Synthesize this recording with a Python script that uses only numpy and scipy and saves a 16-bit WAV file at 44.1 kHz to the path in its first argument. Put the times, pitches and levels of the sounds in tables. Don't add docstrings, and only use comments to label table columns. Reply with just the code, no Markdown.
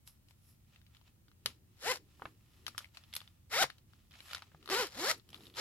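import sys
import numpy as np
from scipy import signal
from scipy.fft import rfft, irfft
from scipy.io import wavfile
from scipy.ndimage import uniform_filter1d

SR = 44100
rng = np.random.default_rng(int(sys.argv[2]) if len(sys.argv) > 2 else 0)


def transcribe(signal):
    frames = np.atleast_2d(signal).T
    limited = np.clip(frames, -1, 1)
    pcm = np.round(limited * 32767).astype(np.int16)
    wavfile.write(sys.argv[1], SR, pcm)


def rack_gain(trim_db):
    fader = np.asarray(trim_db, float)
    return 10 ** (fader / 20)


N = 247268

# frequency in Hz, level in dB.
CASE_RADIATION = [(290, -23.5), (500, 1), (630, -11.5), (778, -3), (1120, -4), (2080, -4), (2770, -6.5),
                  (4070, -3.5), (6340, -11.5), (7000, -8.5), (9100, -31.5), (15400, -120)]
# frequency in Hz, level in dB.
SLIDER_SIZZLE = [(3240, -43), (5500, -1), (6340, -13.5), (8920, -11), (11600, -8), (15300, -24),
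                 (16400, -39.5)]
# frequency in Hz, level in dB.
BUZZ_COLOUR = [(200, 11.5), (380, -3), (550, -2), (800, -3), (1200, -4), (1550, -0.5), (2000, 2),
               (2600, -3)]


def stroke(rows, pan_db, sizzle_db, shell, low_hz, order_db):
    s, *columns = np.transpose(rows)
    t = np.arange(s[0], s[-1], 1 / SR)
    count = len(t)
    force_db, hz = (np.interp(t, s, c) for c in columns)

    jitter = evened(uniform_filter1d(rng.standard_normal(count), 150))
    teeth = np.cumsum(uniform_filter1d(hz, 200) * (1 + .009 * jitter)) / SR
    strength = rack_gain(1.5 * rng.standard_normal(400))[teeth.astype(int)]

    knocks = strength * (np.diff(np.floor(teeth), prepend=0) > 0) * np.sqrt(SR / hz)
    puff = .5 + np.exp(-(teeth % 1) / 0.55)
    scrape = evened(strength * puff * spread(rng.standard_normal((3, count)), 1.0))
    tooth = spread(rng.standard_normal((3, 200)), .5) * decay(np.arange(200) / SR, .006)
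    rattle = evened(signal.oaconvolve(knocks[None], tooth, axes=1)[:, :count])
    body = evened(colour(.6 * rattle + scrape, CASE_RADIATION))
    sizzle = rack_gain(sizzle_db) * evened(colour(0.42 * rattle + scrape, SLIDER_SIZZLE))
    shake = rack_gain(-24) * evened(band_noise(2, [130, 320], count))

    waver_db = 2.6 * evened(uniform_filter1d(rng.standard_normal((9, count)), size=500, axis=1))
    slip = .22 * evened(uniform_filter1d(rng.standard_normal((9, count)), size=250, axis=1))
    pitched_db = force_db + .6 * np.minimum(force_db + 37, 0)
    upper_db = order_db[-1] - .8 * np.arange(1, 5)
    buzz = np.zeros(count)
    for k, partial_db in enumerate(np.r_[order_db, upper_db]):
        order = k + 1
        octaves_below = np.maximum(np.log2(low_hz / hz / order), 0)
        level_db = pitched_db + partial_db + curve_at(BUZZ_COLOUR, hz * order) - 30 * octaves_below
        buzz += rack_gain(level_db + waver_db[k]) * np.sqrt(2) * np.sin(2 * np.pi * order * teeth + slip[k])
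    buzz *= np.clip((hz - 140) / 100, 0, 1)

    edges = signal.windows.tukey(count, .1) if s[-1] < 5.5 else np.minimum((t - s[0]) / .01, 1)
    sound = edges * (rack_gain(force_db - 2.5) * (body + sizzle + shake) + buzz)
    shell_hz, width_hz, shell_db = shell
    resonator = signal.iirpeak(shell_hz, shell_hz / width_hz, SR)
    rung = signal.lfilter(*resonator, np.pad(edges * buzz, (0, 2000)))
    sound = np.pad(sound, ((0, 0), (0, 2000))) + rack_gain(shell_db) * rung
    return to_ports(sound, pan_db)


# time in seconds, pull force in dB, teeth per second in Hz.
FIRST_PULL = [(1.76, -74.5, 113.6), (1.8, -60, 146.1), (1.83, -47.5, 239.6), (1.86, -39, 346),
              (1.878, -35.5, 445), (1.9, -35, 509.8), (1.917, -33.5, 523), (1.933, -42, 370.2),
              (1.99, -58.5, 200.7)]
SECOND_PULL = [(3.49, -73, 140.9), (3.518, -42, 280.9), (3.545, -34.5, 455.5), (3.562, -34, 476.8),
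               (3.6, -31, 739), (3.618, -28.5, 801.4), (3.628, -23.5, 688.7), (3.64, -34, 476.4),
               (3.68, -62.5, 187)]
THIRD_PULL = [(4.695, -40.5, 249.6), (4.723, -33, 396.3), (4.744, -32.5, 376), (4.761, -33, 453.8),
              (4.783, -33.5, 494.7), (4.802, -32.5, 515.1), (4.83, -36, 424), (4.86, -45.5, 295),
              (4.9, -58, 144)]
FOURTH_PULL = [(4.89, -60.5, 109.6), (4.96, -49, 189.5), (5.006, -39, 315), (5.041, -35, 387.3),
               (5.07, -34.5, 536.7), (5.098, -29, 645.5), (5.114, -30.5, 654.9), (5.126, -41, 482),
               (5.17, -66, 199.7)]
LAST_PULL = [(5.549, -75, 172), (5.572, -42.5, 302.3), (5.593, -37.5, 431), (5.606, -32.5, 462)]
# left-right balance in dB, slider sizzle in dB.
GRIPS = [(4, -6.5), (3.5, -7), (3, -7.5), (3, -7), (2.5, -8.5)]
# frequency in Hz, width in Hz, level in dB.
SHELL_RINGS = [(500, 90, -8), (720, 70, -8), (390, 80, -4), (360, 120, 8), (500, 100, -8)]
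# lowest radiated pitch in Hz, then partials 1 to 5 against the force in dB.
BUZZ_PARTIALS = [(480, -4, -3, -24, -8, -11), (520, -6, -6, -17, -10, -13), (300, -8, -8, -10, -14, -14),
                 (200, -17, -15, -9, -16, -15), (450, -8, -18, -15, -22, -25)]


def pull_zipper(case):
    pulls = [FIRST_PULL, SECOND_PULL, THIRD_PULL, FOURTH_PULL, LAST_PULL]
    for rows, grip, shell, (low_hz, *order_db) in zip(pulls, GRIPS, SHELL_RINGS, BUZZ_PARTIALS):
        add(case, rows[0][0], stroke(rows, *grip, shell, low_hz, order_db))


# frequency in Hz, level in dB.
SNAP_SPECTRUM = [(180, -17.5), (300, -37), (489, -13), (1380, -5.5), (2190, -5), (3090, 0), (3440, -1),
                 (4650, 0), (7000, -8), (9100, -3.5), (15400, -120)]
# frequency in Hz, level in dB.
VINYL_SPECTRUM = [(3530, -41.5), (6000, -13), (9440, 0.5), (11000, 10.5), (13700, 0.5), (15900, -21),
                  (16400, -46.5)]


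def tick(peak_db, hz, bright_db, pan_db, ringing):
    chance = rng.standard_normal((3, 2600))
    t = np.arange(2600) / SR
    crack = decay(t, .009) * np.minimum(t / .0002, 1)
    burst = spread(chance, 0.78) * (crack + 0.23 * decay(t, 0.077))
    pair_hz = hz * 1.13 ** np.sign(chance[0, 0])
    pair = .75 * np.sin(2 * np.pi * hz * t) + .25 * np.sin(2 * np.pi * pair_hz * t)
    ring_s = min(.012, 32 / hz)
    ring = pair * decay(t, ring_s) * np.minimum(t / .0003, 1)
    soft_hz = np.clip(7000 * rack_gain(0.516 * (bright_db + 16.5)), 1.17 * hz, 17000)
    lowpass = signal.butter(3, soft_hz, fs=SR, output="sos")
    snap = signal.sosfilt(lowpass, colour(burst, SNAP_SPECTRUM))
    edge = colour(burst, VINYL_SPECTRUM)
    ringing = np.clip(ringing, 0, 1)
    low = (1 - 0.67 * ringing) * snap / abs(snap).max() + ringing * ring
    sound = low + rack_gain(bright_db + 5.0) * edge / abs(edge).max()
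    return to_ports(rack_gain(peak_db + 0.5) * sound, pan_db)


# time in seconds, peak in dB, ring in Hz, left-right balance in dB.
TAB_CLINKS = [(0.076, -38, 3740, 0), (2.78, -23, 4634, 2), (3.138, -30, 3440, -2), (3.163, -37, 3486, -3),
              (3.165, -22, 3500, 0.5), (4.869, -33.5, 4130, -5), (5.291, -46.5, 3170, 3),
              (5.304, -46, 3220, -1)]
TAB_PINGS = [(1.4594, -28.5, 1014, 3), (1.4605, -21.5, 3200, 5), (3.1532, -31, 3700, -4),
             (3.1385, -32, 3360, -0.5), (3.1655, -31, 3500, 0.5), (5.114, -29, 1490, -1),
             (2.845, -38, 2170, 5.5), (2.856, -46, 2310, 7), (2.781, -32, 1330, 1), (3.129, -39, 3610, 1.5),
             (3.205, -37.5, 3420, 4), (3.277, -41, 3520, 2.5), (4.12, -49, 3600, 8.5),
             (5.198, -47, 4300, 8.5), (5.331, -38.5, 3200, 0), (5.345, -33, 3370, 7),
             (5.455, -44, 3670, -2), (5.469, -40, 3800, 3), (5.541, -45.5, 3420, 0), (5.55, -43, 3700, 0),
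             (5.357, -45, 3790, 2), (5.364, -49, 3300, 1), (5.376, -48.5, 4000, 2.5), (5.408, -47, 3600, 2),
             (5.424, -51, 3900, 1), (5.436, -48.5, 4200, 3), (5.478, -49.5, 3600, 1), (5.5, -48.5, 3710, 2),
             (5.558, -44, 3700, 2)]
VINYL_SNAPS = [(0.286, -52, 4530, 7), (0.309, -51, 964, 5), (1.46, -14, 3010, 5), (1.958, -31, 1020, 4.5),
               (2.666, -25.5, 3960, 8.5), (2.681, -29, 1270, 4.5), (2.79, -31.5, 1390, 7),
               (2.948, -45, 3800, 2.5), (2.972, -36, 2660, 6.5), (3.783, -47, 3850, 3),
               (4.11, -47.5, 2900, -2), (4.659, -39, 1250, 5), (4.7, -22.5, 1180, 1.5),
               (5.113, -22, 1500, -5.5), (4.333, -25.5, 1380, -2.5), (4.348, -24, 1410, 1.5),
               (4.358, -37, 2600, 2), (4.381, -40, 1990, 6), (4.315, -39, 2700, 0),
               (5.569, -36.5, 3740, 0.5)]
SEAM_CREAKS = [(0.761, -47.5, 2700, 4.5), (0.816, -53, 1570, 6), (0.866, -51, 3460, 6.5),
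               (0.949, -48, 3150, 5), (0.969, -48, 3080, 4), (1.014, -53.5, 980, 7),
               (1.079, -57, 3120, 5.5), (1.283, -52.5, 1460, 4.5), (1.316, -53, 1360, 5.5),
               (3.038, -42, 3540, -2), (3.216, -40.5, 1180, 8.5), (3.702, -31.5, 1736, 5),
               (3.935, -50, 1346, 7), (4.115, -52, 2500, 0), (4.139, -45.5, 1890, -4),
               (4.154, -44, 2550, -2.5), (4.205, -35.5, 2310, 5), (4.338, -35.5, 1420, -1),
               (4.35, -38, 1400, 2.5), (4.284, -45.5, 1900, 6), (4.293, -44, 1600, 3),
               (4.393, -45, 2200, 5), (4.422, -35, 1270, 2), (4.371, -36, 1940, 5), (4.303, -42, 1360, 7),
               (4.311, -35.5, 1900, 5.5), (4.318, -44, 1300, 4), (4.363, -37.5, 1200, 4.5),
               (4.628, -45.5, 1340, 5), (4.677, -31.5, 1200, 4.5), (4.69, -28.5, 1270, 5)]
SHELL_TAPS = [(2.257, -37, 2300, 1), (2.223, -41, 560, 4), (2.256, -35.5, 590, 6), (2.197, -48.5, 960, 6),
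              (2.221, -30, 940, 3.5), (2.255, -27, 1140, 0.5), (2.749, -44, 1250, 10),
              (2.806, -43, 1345, 1), (3.641, -23, 760, 15.5), (4.382, -49, 800, 3), (4.428, -47.5, 900, 1),
              (5.331, -52, 800, 6), (5.345, -46, 850, 7), (5.384, -52, 820, 2), (5.407, -52.5, 810, 3.5),
              (4.518, -50, 1600, 3), (4.548, -41.5, 796, 5)]
BRIGHT_SCRAPES = [(3.1527, -33.5, 12000, -4), (3.1545, -39, 11800, -4), (3.1655, -35.5, 11200, 1.5)]
# brightness in dB, ring share from 0 to 1.
BLOW_KINDS = [
    (-11, 0.6),
    (-24, 0.9),
    (-17.5, .42),
    (-24.5, 0.55),
    (-46, 0.8),
    (-4, .6),
]


def strike_parts(case):
    tables = [TAB_CLINKS, TAB_PINGS, VINYL_SNAPS, SEAM_CREAKS, SHELL_TAPS, BRIGHT_SCRAPES]
    for table, (bright_db, ringing) in zip(tables, BLOW_KINDS):
        for s, peak_db, hz, pan_db in table:
            add(case, s - .0008, tick(peak_db, hz, bright_db, pan_db, ringing))


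# frequency in Hz, level in dB.
CLOTH_SPECTRUM = [(350, -31.5), (600, -1), (1380, 1.5), (1520, -6.5), (1870, 2), (2160, -3), (2430, 2),
                  (2800, 3), (8000, -10), (10400, -46.5), (17600, -120)]
# top in seconds, rise in seconds, fall in seconds, cloth creak in dB,
# finger squeak against it in dB.
RUBS = [(0.075, 0.031, 0.11, -62, 8), (0.3, 0.061, 0.067, -73, 3), (0.5, 0.194, 0.12, -73, 10.5),
        (0.745, 0.13, 0.15, -66, -17), (0.955, 0.11, 0.11, -66.5, -18), (1.075, 0.046, 0.057, -62.5, -19.5),
        (1.49, 0.059, 0.08, -50.5, -7), (1.78, 0.2, .1, -76.5, -9), (2.1, 0.058, 0.35, -70.5, -15.5),
        (2.27, 0.36, 0.138, -64, -4), (2.55, 0.41, 1, -67.5, -5), (2.7, 0.048, .15, -60.5, -9),
        (2.82, 0.15, 0.101, -55.5, -8), (2.949, 0.026, 0.18, -56.5, -11.5), (3.19, 0.3, 0.22, -58, -7),
        (3.72, .1, 0.146, -67, -15), (3.93, 0.093, 0.43, -70.5, -8), (4.13, 0.017, 0.93, -58.5, -21.5),
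        (4.27, 0.24, .2, -57.5, -1), (4.325, 0.14, 0.172, -48, -12), (4.68, 0.12, .1, -59, -13),
        (5.18, 0.083, 0.0445, -60, -3), (5.35, 0.094, 0.2, -59, -5.5), (5.46, 0.315, 0.16, -60.5, -2.5),
        (5.561, 0.035, 0.145, -49.5, -9.5)]


def hands():
    cloth_db, squeak_db = np.transpose(RUBS)[3:]
    creaks = rack_gain(3 * np.minimum(rng.exponential(1, N), 4)) * (rng.random(N) < 300 / SR)
    grip = evened(signal.lfilter([1], [1, -.99], creaks))
    rub = spread(rng.standard_normal((3, N)), 1.0)
    cloth = evened(colour(rub * (1 + .55 * grip), CLOTH_SPECTRUM))
    cloth_level = swells(RUBS, cloth_db - 5.5) + rack_gain(-87.5)
    squeak = evened(colour(rub * (1 + 0.33 * grip), VINYL_SPECTRUM) + 1.2 * colour(rub, SLIDER_SIZZLE))
    return cloth * cloth_level + squeak * swells(RUBS, cloth_db + squeak_db - 5.5)


# top in seconds, rise in seconds, fall in seconds, rumble in dB.
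PADDING_FLEXES = [(1.6, 1.26, 0.66, -75), (1.468, 0.015, 0.087, -55.5), (2.0, 0.098, 0.22, -65),
                  (2.246, .12, 0.2, -59.5), (2.699, 0.35, 0.154, -67.5), (3.85, 0.34, 0.544, -77.5),
                  (4.25, 0.27, 0.05, -73), (4.65, 0.56, 0.22, -69), (5.19, 0.14, 0.026, -62.5),
                  (5.364, 0.21, 1.3, -62.5)]


def padding():
    return swells(PADDING_FLEXES, np.transpose(PADDING_FLEXES)[3]) * evened(band_noise(3, [110, 400], N))


def bump(peak_db, hz):
    t = np.arange(3000) / SR
    return rack_gain(peak_db) * np.sin(2 * np.pi * hz * t) * decay(t, 0.11) * np.minimum(t / 0.001, 1)


# time in seconds, peak in dB, frequency in Hz.
PALM_BUMPS = [(1.458, -49.5, 120.5), (2.258, -51, 126), (3.645, -45, 136), (4.546, -54, 149.3),
              (4.689, -45, 394)]


def bump_palm(case):
    for s, peak_db, hz in PALM_BUMPS:
        add(case, s - .002, bump(peak_db, hz)[None])


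# frequency in Hz, time to fall 60 dB in seconds.
ROOM_DECAY = [(150, .12), (700, .14), (2000, .17), (6000, .19), (14000, .14)]
# delay in seconds, level in dB.
ECHOES = [
    [(.00031, -31.5), (.0009, -38), (.0021, -43.5), (.0047, -19)],
    [(.00019, -35.5), (.0011, -18), (.0023, -16.5), (.0044, -15)],
]


def room(x, wet_db):
    taps = np.zeros((2, SR // 2))
    at = np.arange(200, SR // 2 - 20, 20) + rng.integers(0, 20, (2, (SR // 2 - 201) // 20))
    np.put_along_axis(taps, at, rng.choice([-1., 1.], at.shape), 1)
    hz, t, z = signal.stft(taps, SR, nperseg=256)
    tail = signal.istft(z * decay(t, curve_at(ROOM_DECAY, hz)[:, None]), SR, nperseg=256)[1]
    tail[1] += uniform_filter1d(tail[0] - tail[1], size=60)
    tail *= rack_gain(wet_db) / np.linalg.norm(tail[0])
    tail[:, 0] = 1
    for port, echoes in enumerate(ECHOES):
        for k, (s, db) in enumerate(echoes):
            tail[port, round(s * SR)] += (-1) ** k * rack_gain(db)
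    return signal.fftconvolve(x, tail / np.linalg.norm(tail[0]), axes=1)[:, :N]


# frequency in Hz, level in dB per Hz.
AIR_SPECTRUM = [(12, -70.5), (20, -42), (44, -9), (86, 0.5), (189, -13.5), (230, -10.5), (257, -24),
                (296, -15.5), (438, -30.5), (477, -25.5), (597, -29.5), (1310, -34), (5040, -36),
                (12700, -35.5), (16400, -33.5)]
# frequency in Hz, left-right likeness from -1 to 1.
AIR_LIKENESS = [(60, 0.934), (180, 0.8), (550, 0.023), (1650, -0.25), (4970, -0.48), (15000, 0.027)]


def air():
    frames, hz = N // 512 + 5, np.fft.rfftfreq(2048, 1 / SR)
    a, b, c, d, patches = rng.standard_normal((frames, 1025, 5)).T
    patches = evened(uniform_filter1d(uniform_filter1d(patches, 12, 0), 10, 1))
    same = np.clip(curve_at(AIR_LIKENESS, hz), -1, 1)[:, None]
    left = a + 1j * b
    right = same * left + np.sqrt(1 - same ** 2) * (c + 1j * d)
    z = np.array([left, right]) * rack_gain(curve_at(AIR_SPECTRUM, hz)[:, None] + 0.39 * patches)
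    return rack_gain(-65) * evened(signal.istft(z, nperseg=2048, noverlap=1536)[1][:, :N])


def to_ports(x, pan_db, lag_per_db=0.93):
    hz = np.fft.rfftfreq(x.shape[-1], 1 / SR)
    half_db = np.array([[.5], [-.5]]) * pan_db
    level = rack_gain(half_db * np.clip(hz / 900, 0, 1) * np.clip(1.6 - hz / 7000, -.4, 1))
    lead = np.exp(2j * np.pi * hz * (half_db * lag_per_db - 7.5) / SR)
    return irfft(rfft(x) * (level * lead), x.shape[-1])


def spread(chance, apart):
    private = chance[1:] - uniform_filter1d(chance[1:], size=40, axis=1)
    return (chance[0] + apart * private) / np.hypot(1, apart)


def colour(x, points):
    gain_db = np.maximum(curve_at(points, abs(np.fft.fftfreq(4096, 1 / SR))), -80)
    taps = np.fft.ifft(np.exp(np.conj(signal.hilbert(np.log(rack_gain(gain_db)))))).real[:1024]
    return signal.oaconvolve(x, taps[None] / np.linalg.norm(taps), axes=1)[:, :x.shape[1]]


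def swells(rows, level_db):
    t = np.arange(0, N + 64, 64) / SR
    top, rise, fall = (np.maximum(c, .003)[:, None] for c in np.transpose(rows)[:3])
    db = np.asarray(level_db)[:, None] - 30 * np.maximum((top - t) / rise, (t - top) / fall)
    return np.interp(np.arange(N) / SR, t, np.sqrt((rack_gain(db) ** 2).sum(0)))


def band_noise(order, band_hz, count):
    bandpass = signal.butter(order, band_hz, "band", fs=SR, output="sos")
    return signal.sosfilt(bandpass, rng.standard_normal(count))


def decay(t, t60):
    return rack_gain(-60 * t / t60)


def evened(x):
    return x / np.sqrt(np.mean(x ** 2) + 1e-20)


def curve_at(points, hz):
    f, value = np.transpose(points)
    return np.interp(np.log(hz + 1), np.log(f + 1), value)


def add(mix, s, sound):
    part = mix[..., round(s * SR):][..., :sound.shape[-1]]
    part += sound[..., :part.shape[-1]]


def scene():
    case = hands() + padding()
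    pull_zipper(case)
    strike_parts(case)
    bump_palm(case)
    return room(case, -19.0) + air()


def roll_off(x):
    return signal.sosfilt(signal.butter(12, 16000, fs=SR, output="sos"), x)


def record(dry):
    return roll_off(dry)


dry = scene()
out = record(dry)
transcribe(out)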